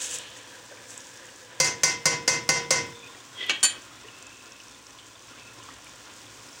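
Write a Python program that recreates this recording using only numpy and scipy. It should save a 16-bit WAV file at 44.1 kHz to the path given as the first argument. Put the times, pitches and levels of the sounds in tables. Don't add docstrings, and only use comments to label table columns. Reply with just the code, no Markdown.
import sys
import numpy as np
from scipy import signal
from scipy.fft import rfft, irfft
from scipy.io import wavfile
from scipy.ndimage import uniform_filter1d, minimum_filter1d

SR = 44100
rng = np.random.default_rng(int(sys.argv[2]) if len(sys.argv) > 2 else 0)


def output_pcm(signal):
    pcm = np.clip(np.atleast_2d(signal).T, -1, 1) * 32767
    wavfile.write(sys.argv[1], SR, np.round(pcm).astype(np.int16))


N = 291060
TIME = np.arange(N) / SR

# pitch_hz, width_hz, early_lift_db, late_lift_db
POT_AIR = [(114, 26, 7, 6), (190, 17, 6, 3.5), (325, 5.3, -3, -5), (511, 83, 12.5, 5.5),
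           (985, 99, 9.5, 4.5), (1074, 69, 0, 7.5), (1407, 41, 0.5, 8.5), (1690, 380, 9, 3),
           (2540, 73, 5, 4.5)]
# start_s, strength_db, tilt_db_per_octave, second_touch_delay_s, second_touch_db
KNOCKS = [(1.6010, -3, 0, 0.043, -5.5), (1.834, -1.5, 0.5, 0.0054, -8), (2.0559, -1.5, -0.5, 0.0038, -7),
          (2.2776, -2, -0.5, 0.0028, -7), (2.4907, 0.5, -0.5, 0.0047, -18), (2.7063, -1.5, -.5, 0.0046, -8)]


def frying():
    # time_s, bubbles_db, fizz_db
    vigour = [(0, -54, -56), (0.75, -53, -55.5), (1.3, -53.5, -55.5), (1.6, -53.5, -58), (3.2, -53.5, -56),
              (3.9, -53, -56.5), (4.4, -54.5, -57.5), (5.08, -56.5, -57.5), (5.5, -53, -57),
              (6.6, -54, -54)]
    # pitch_hz, relative_db_per_hz
    bubbling = [(30, -24.5), (55, -2), (80, -10), (115, 2), (180, -8), (290, 4.5), (450, -4), (780, -4.5),
                (1300, -4), (2100, -5), (2700, -4), (3500, -2.5), (4600, -15.5), (9000, -38)]
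    # pitch_hz, relative_db_per_hz
    fizzing = [(1500, -29), (3300, -7.5), (4500, -1), (5800, 2.5), (6600, 1.5), (7500, 0.5), (9000, -5),
               (10300, -13.5), (11500, -19), (13600, -19.5), (15200, -10), (16000, -15.5)]
    air = np.array(POT_AIR)
    early_air, late_air = air[:, :-1], np.delete(air, 2, axis=1)

    boil = crackle(per_s=2500, spread_db=2.0) + 0.78 * rng.standard_normal(N) + 0.17 * plops()
    later = np.interp(TIME, [KNOCKS[0][0], KNOCKS[-1][0]], [0, 1])
    bubbles = (1 - later) * colour(boil, bubbling, early_air)
    bubbles += later * colour(boil, bubbling, late_air)
    fizz = colour(crackle(per_s=1900, spread_db=3.0) + 0.88 * rng.standard_normal(N), fizzing)

    bubbles_gain = amp(4.0 + 0.85 * wander(top_hz=16)) * level(vigour, axis=1)
    fizz_gain = amp(3.5 + 0.8 * wander(top_hz=20)) * level(vigour, axis=2)
    return bubbles_gain * bubbles + fizz_gain * fizz


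def plops(per_s=8.0, spread_db=4.5, cycles=14, count=12):
    out, t = np.zeros(N), np.arange(SR // 12) / SR
    for hz in np.geomspace(350, 3500, count):
        age = t * hz / cycles
        bubble = np.sin(2 * np.pi * hz * t * (1 + 0.016 * age)) * age * np.exp(-3 * age)
        train = signal.oaconvolve(crackle(per_s, spread_db, cap=3.2), bubble)[:N]
        out += unit(train) * np.sqrt(hz)
    return unit(out)


def stirring(squelch_uneven_db=2.1, drag_uneven_db=0.2):
    # start_s, length_s, wet_db, drag_db
    strokes = [(-0.02, 0.18, -35.5, -40.5), (0.343, 0.035, -50, -63), (0.872, 0.052, -44.5, -58),
               (0.958, 0.16, -55.5, -66)]
    # pitch_hz, relative_db_per_hz
    squelching = [(1500, -32), (4300, -11), (6000, 1.5), (7600, 4), (9200, -5.5), (11000, -16.5),
                  (13500, -25), (15500, -18)]
    # pitch_hz, relative_db_per_hz
    scraping = [(200, -15), (500, -9.5), (1000, -13), (2000, -9), (3100, 2), (3800, -1.5), (5000, -13),
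                (10000, -38)]
    squelch = colour(crackle(per_s=3500, spread_db=4.5) + 0.86 * rng.standard_normal(N), squelching)
    drag = colour(crackle(per_s=4000, spread_db=1.5), scraping, np.array(POT_AIR)[:, :-1])
    wet = sum(amp(db) * stroke(s, length, fall_db_per_s=260) for s, length, db, _ in strokes)
    push = sum(amp(db) * stroke(s, length, fall_db_per_s=54) for s, length, _, db in strokes)
    wet = wet * amp(squelch_uneven_db * wander(top_hz=50.5))
    push = push * amp(drag_uneven_db * wander(top_hz=30))
    return wet * squelch + push * drag


def stroke(start, length, fall_db_per_s, attack_s=0.028):
    age = TIME - start
    return np.clip(age / attack_s, 0, 1) * amp(-fall_db_per_s * np.maximum(age - length, 0))


def knocks(clatter_db=-11.5, ring_db=-4.0):
    # pitch_hz, relative_db, t60_s
    pot_hz = [118, 151, 350, 471, 525, 678, 990, 1028, 1084, 1440, 1497, 1933, 2040, 2079, 2234, 2680, 2792,
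              3210, 3703, 4151, 4436, 4724, 5052, 5249, 5764, 6099, 6265, 6745, 7671]
    pot_db = [-38, -24.5, -36.5, -31.5, -11, -43, -23.5, -30, -22.5, -33, -20, -31.5, -33, -12.5, -40, -27,
              -35, -29, -30, -42, -22.5, -25, -39, -24, -14, -23, -13, -27, -30]
    pot_t60 = [0.53, 0.26, 0.53, 0.84, 0.12, 0.53, 0.45, 0.33, 0.22, 0.4, 0.29, 0.42, 0.39, 0.35, 0.41,
               0.26, .3, 0.33, 0.35, 0.23, 0.27, 0.33, 0.31, 0.42, 0.26, 0.23, 0.16, 0.17, 0.2]
    # pitch_hz, relative_db_per_hz, t60_s
    clatter = [(39.7, -38, 0.65), (87, -4.5, .6), (158, -4.5, 0.66), (257, -5.5, 0.91), (450, -1.5, 0.3),
               (815, 0.5, 0.33), (1360, -8, 0.34), (1510, -0.5, 0.34), (2440, -2, 0.36), (3640, -10, 0.4),
               (4490, 3.5, 0.22), (6200, 5.5, 0.26), (8880, -2, 0.19), (12900, -28, 0.21),
               (16000, -18, .16)]
    out, uneven = np.zeros(N), ripple(depth_db=5.5)
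    for s, strength_db, tilt, lag, touch_db in KNOCKS:
        pot = ring(pot_hz, pot_db, pot_t60, tilt, scatter_db=0.5, rise=0.0061)
        add(out, s, amp(strength_db + ring_db) * pot)
        add(out, s, amp(strength_db + clatter_db) * rattle(clatter, tilt, uneven))
        add(out, s + lag, amp(strength_db + clatter_db + touch_db) * rattle(clatter, tilt, uneven))
    return out


def spoon_down(clack_db=-17):
    # time_s, level_db
    slide = [(3.35, -55), (3.395, -35.5), (3.435, -29.5), (3.465, -36.5), (3.495, -33), (3.52, -65)]
    # pitch_hz, relative_db_per_hz
    rasp = [(150, -24), (400, -0.5), (900, -22), (1500, -7.5), (2200, -3.5), (3300, 1), (4200, -10),
            (7000, -20), (12000, -46)]
    # pitch_hz, width_hz, lift_db
    slide_ring = [(1990, 93, 18.2), (3020, 80, 10), (3272, 81, 19.7), (3570, 82, 8.5)]
    # start_s, strength_db, tilt_db_per_octave, handle_share_0_to_1
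    landings = [(3.4956, 0.5, -2.5, 0.1), (3.505, -3, -2.5, 0), (3.6292, -2, -2.5, 1),
                (3.6345, -7.5, 5, 0.94), (3.643, -1.5, 0, 0.82), (3.651, -1.5, 0, 0.94),
                (3.657, -14, -2, 0.9)]
    # pitch_hz, bowl_landing_db, handle_landing_db, t60_s
    spoon_hz = [1852, 2277, 2560, 2680, 2890, 3020, 3076, 3262, 4125, 4457, 5580, 6420, 7060, 7137, 7983,
                8909, 9313, 10260, 11230, 12200, 14600]
    bowl_db = [-38, -26, -24, -20, -24, -34, -41, -35, -27, -29.5, -48, -36, -44, -46, -61.5, -55, -39, -58,
               -64, -70, -75]
    handle_db = [-31, -44, -36, -48, -32, -31, -29, -42, -36, -20.5, -31, -19.5, -25, -14.5, -30, -24, -15,
                 -33, -37, -46, -45]
    spoon_t60 = [0.25, 0.1, 0.11, 0.074, 0.1, 0.22, 0.23, 0.32, 0.092, 0.13, .12, 0.056, 0.096, 0.14, 0.13,
                 0.16, 0.075, 0.093, 0.15, .13, .08]
    # pitch_hz, relative_db_per_hz, t60_s
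    clack = [(60, -29, 0.17), (170, -16, 0.21), (400, -2.5, 0.13), (1100, -3.5, 0.097), (1900, -1, 0.19),
             (2790, 3, 0.14), (4260, 1, 0.17), (4960, -2, 0.072), (6400, 7, 0.078), (9400, -12.5, 0.069),
             (12900, -35, .08), (16000, -22, .07)]

    squeak = colour(crackle(per_s=3300, spread_db=2.7), rasp, slide_ring)
    out = squeak * level(slide) * (TIME > slide[0][0]) * (TIME < slide[-1][0])
    uneven = ripple(depth_db=5.5, size=300)
    for s, db, tilt, handle in landings:
        modes_db = bowl_db + handle * np.subtract(handle_db, bowl_db)
        add(out, s, amp(db) * ring(spoon_hz, modes_db, spoon_t60, tilt, scatter_db=2.5, rise=0.0003))
        add(out, s, amp(db + clack_db) * rattle(clack, tilt, uneven))
    return out


def pops(spit_t60=0.012, burst_t60=0.082, small_per_s=9):
    # start_s, peak_db, pitch_hz
    spits = [(.015, -26, 6500), (.186, -20, 7600), (.9768, -27, 7300), (1.0047, -32, 5800),
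             (1.0696, -34, 6460), (1.3604, -38, 7000), (3.465, -40, 12000), (4.2254, -33, 6900),
             (4.2678, -30, 6900), (4.5207, -32.5, 5870), (4.6829, -36, 6140), (4.868, -33, 5600),
             (5.845, -39, 8700)]
    # start_s, peak_db, pitch_hz
    bursts = [(.545, -41, 1640), (.595, -46, 970), (.712, -39, 533), (4.045, -43, 406), (4.9867, -36, 3220),
              (5.6846, -36, 1080)]
    out = np.zeros(N)
    for table, t60 in ((spits, spit_t60), (bursts, burst_t60)):
        for s, db, hz in table:
            add(out, s, puff(db, hz, t60))
    for when, size, pitch in rng.random((round(small_per_s * N / SR), 3)):
        db = -40 + 1.5 * (2 * size - 1)
        hz = 6100 * 2 ** (0.6 * (pitch - .5))
        add(out, when * N / SR, puff(db, hz, spit_t60))
    return out


def puff(db, hz, t60, width_share=0.31):
    t = np.arange(SR // 4) / SR
    burst = rng.standard_normal(len(t)) * np.exp(-np.log(1000) * t / t60)
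    sound = resonate(burst, hz, hz * width_share)
    return amp(db) * sound / abs(sound).max()


def steam(width_hz=170):
    # start_s, length_s, pitch_hz, level_db
    whistles = [(2.899, 0.24, 3550, -52), (3.024, 0.062, 2500, -47.5), (3.948, 0.79, 2630, -56.5),
                (4.992, 0.062, 3080, -57), (5.356, 0.2, 2600, -55)]
    out = np.zeros(N)
    for s, length, hz, db in whistles:
        whistle = resonate(rng.standard_normal(SR), hz, width_hz)[:int(length * SR)]
        add(out, s, amp(db) * whistle * signal.windows.tukey(len(whistle), .5))
    return out


def rumble(start_s=3.7, rise_s=0.75, before_db=-83, after_db=-69.5):
    swell_db = np.interp(TIME, [start_s, start_s + rise_s], [before_db, after_db])
    return resonate(rng.standard_normal(N), hz=55, width=26) * amp(swell_db)


def kitchen(x, delay=0.0066):
    # pitch_hz, t60_s
    room = [(100, 0.87), (500, 0.53), (3000, 0.32), (8000, 0.18), (16000, 0.13)]
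    tail = dying(room, axis=1)
    tail[:int(delay * SR)] = 0
    return signal.fftconvolve(x, tail / np.linalg.norm(tail))[:N]


def ring(hz, db, t60, tilt, scatter_db, rise):
    t, hz = np.arange(SR // 2) / SR, np.array(hz)[:, None]
    phase, split, beat_phase = rng.random((3, len(hz), 1))
    gain = amp(db + scatter_db * rng.standard_normal(len(hz))) * tilted(hz[:, 0], tilt)
    beat = 1 + .3 * np.cos(2 * np.pi * ((4 + split * hz / 150) * t + beat_phase))
    decay = np.exp(-np.log(1000) * t / np.array(t60)[:, None])
    waves = beat * np.sin(2 * np.pi * (hz * t + phase)) * decay
    return np.sqrt(2) * gain @ waves * (1 - np.exp(-t / rise))


def rattle(table, tilt, uneven):
    hz = np.fft.rfftfreq(2 * SR, 1 / SR)
    shape = unit(amp(read(table, hz))) * tilted(hz, tilt)
    return irfft(rfft(dying(table, axis=2, shape=uneven), 2 * SR) * shape)[:SR]


def ripple(depth_db, size=70, crowded_hz=1500):
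    hz = np.fft.rfftfreq(2 * SR, 1 / SR)
    lumps = np.clip(unit(uniform_filter1d(rng.standard_normal(len(hz)), size)), -2, 2)
    return unit(amp(depth_db * lumps * np.minimum(hz / crowded_hz, 1)))


def tilted(hz, tilt, pivot_hz=3000):
    return amp(tilt * np.log2((hz + 200) / pivot_hz))


def dying(table, axis, shape=1, size=256):
    noise = irfft(rfft(rng.standard_normal(2 * SR)) * shape)[:SR]
    hz, t, bands = signal.stft(noise, SR, nperseg=size)
    decay = amp(-60 * t / read(table, hz, axis=axis)[:, None])
    return signal.istft(bands * decay, SR, nperseg=size)[1][:SR]


def crackle(per_s, spread_db, cap=4.1):
    size = amp(spread_db * np.minimum(rng.exponential(1, N), cap)) * rng.choice([-1, 1], N)
    return unit(size * (rng.random(N) < per_s / SR))


def wander(top_hz):
    t = np.arange(0, N / SR + .01, .005)
    rates = np.geomspace(top_hz / 6, top_hz, 12)
    waves = sum(np.sin(2 * np.pi * (hz * t + rng.random())) / np.sqrt(hz) for hz in rates)
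    return np.interp(TIME, t, unit(waves))


def colour(x, spectrum, lifts=(), size=8192):
    hz = abs(np.fft.fftfreq(size, 1 / SR))
    db = read(spectrum, hz)
    db = db + sum(lift / (1 + (2 * (hz - f) / width) ** 2) for f, width, lift in lifts)
    response = np.fft.ifft(np.exp(np.conj(signal.hilbert(np.log(amp(db)))))).real
    return unit(signal.oaconvolve(x, response[:size // 2])[:N])


def resonate(x, hz, width):
    b, a = signal.iirpeak(hz, hz / width, SR)
    return unit(signal.lfilter(b, a, signal.lfilter(b, a, x)))


def smooth(x, seconds):
    r = np.exp(-1 / (seconds * SR))
    return signal.lfilter([1 - r], [1, -r], x)


def amp(db):
    return 10 ** (np.asarray(db) / 20)


def unit(x):
    return x / np.sqrt(np.mean(x ** 2) + 1e-20)


def read(points, hz, axis=1):
    table = np.array(points)
    return np.interp(np.log(hz + 1), np.log(table[:, 0]), table[:, axis])


def level(points, axis=1):
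    table = np.array(points)
    return amp(np.interp(TIME, table[:, 0], table[:, axis]))


def add(mix, s, sound):
    part = mix[max(round(s * SR), 0):][:len(sound)]
    part += sound[:len(part)]


def scene():
    pan = frying() + stirring() + pops() + steam() + rumble()
    pot, spoon = knocks(), spoon_down()
    into_room = amp(-14.5) * pan + amp(-21.5) * pot + amp(-15.5) * spoon
    return (pan + pot + spoon + kitchen(into_room))[None]


def record(dry, threshold_db=-21.0, sense_hz=4600, recovery_db_per_s=300, attack_s=0.00042, ceiling=0.41):
    sound = signal.sosfilt(signal.butter(3, 42, "high", fs=SR, output="sos"), dry[0])
    sensed = signal.sosfilt(signal.butter(2, sense_hz, fs=SR, output="sos"), sound)
    power = smooth(sensed ** 2, .004)
    over_db = np.maximum(10 * np.log10(power + 1e-12) - threshold_db, 0)
    half_hold = int(.011 * SR)
    held_db = -minimum_filter1d(-over_db, 2 * half_hold + 1, origin=half_hold)
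    recovery = recovery_db_per_s * TIME
    cut_db = np.maximum.accumulate(held_db + recovery) - recovery
    limited = sound * amp(-smooth(cut_db, attack_s))
    rounded = ceiling * np.tanh(limited / ceiling)
    treble_edge = signal.firwin(511, 16000, window=("kaiser", 9), fs=SR)
    return signal.oaconvolve(rounded, treble_edge, "same")[None]


dry = scene()
out = record(dry)
output_pcm(out)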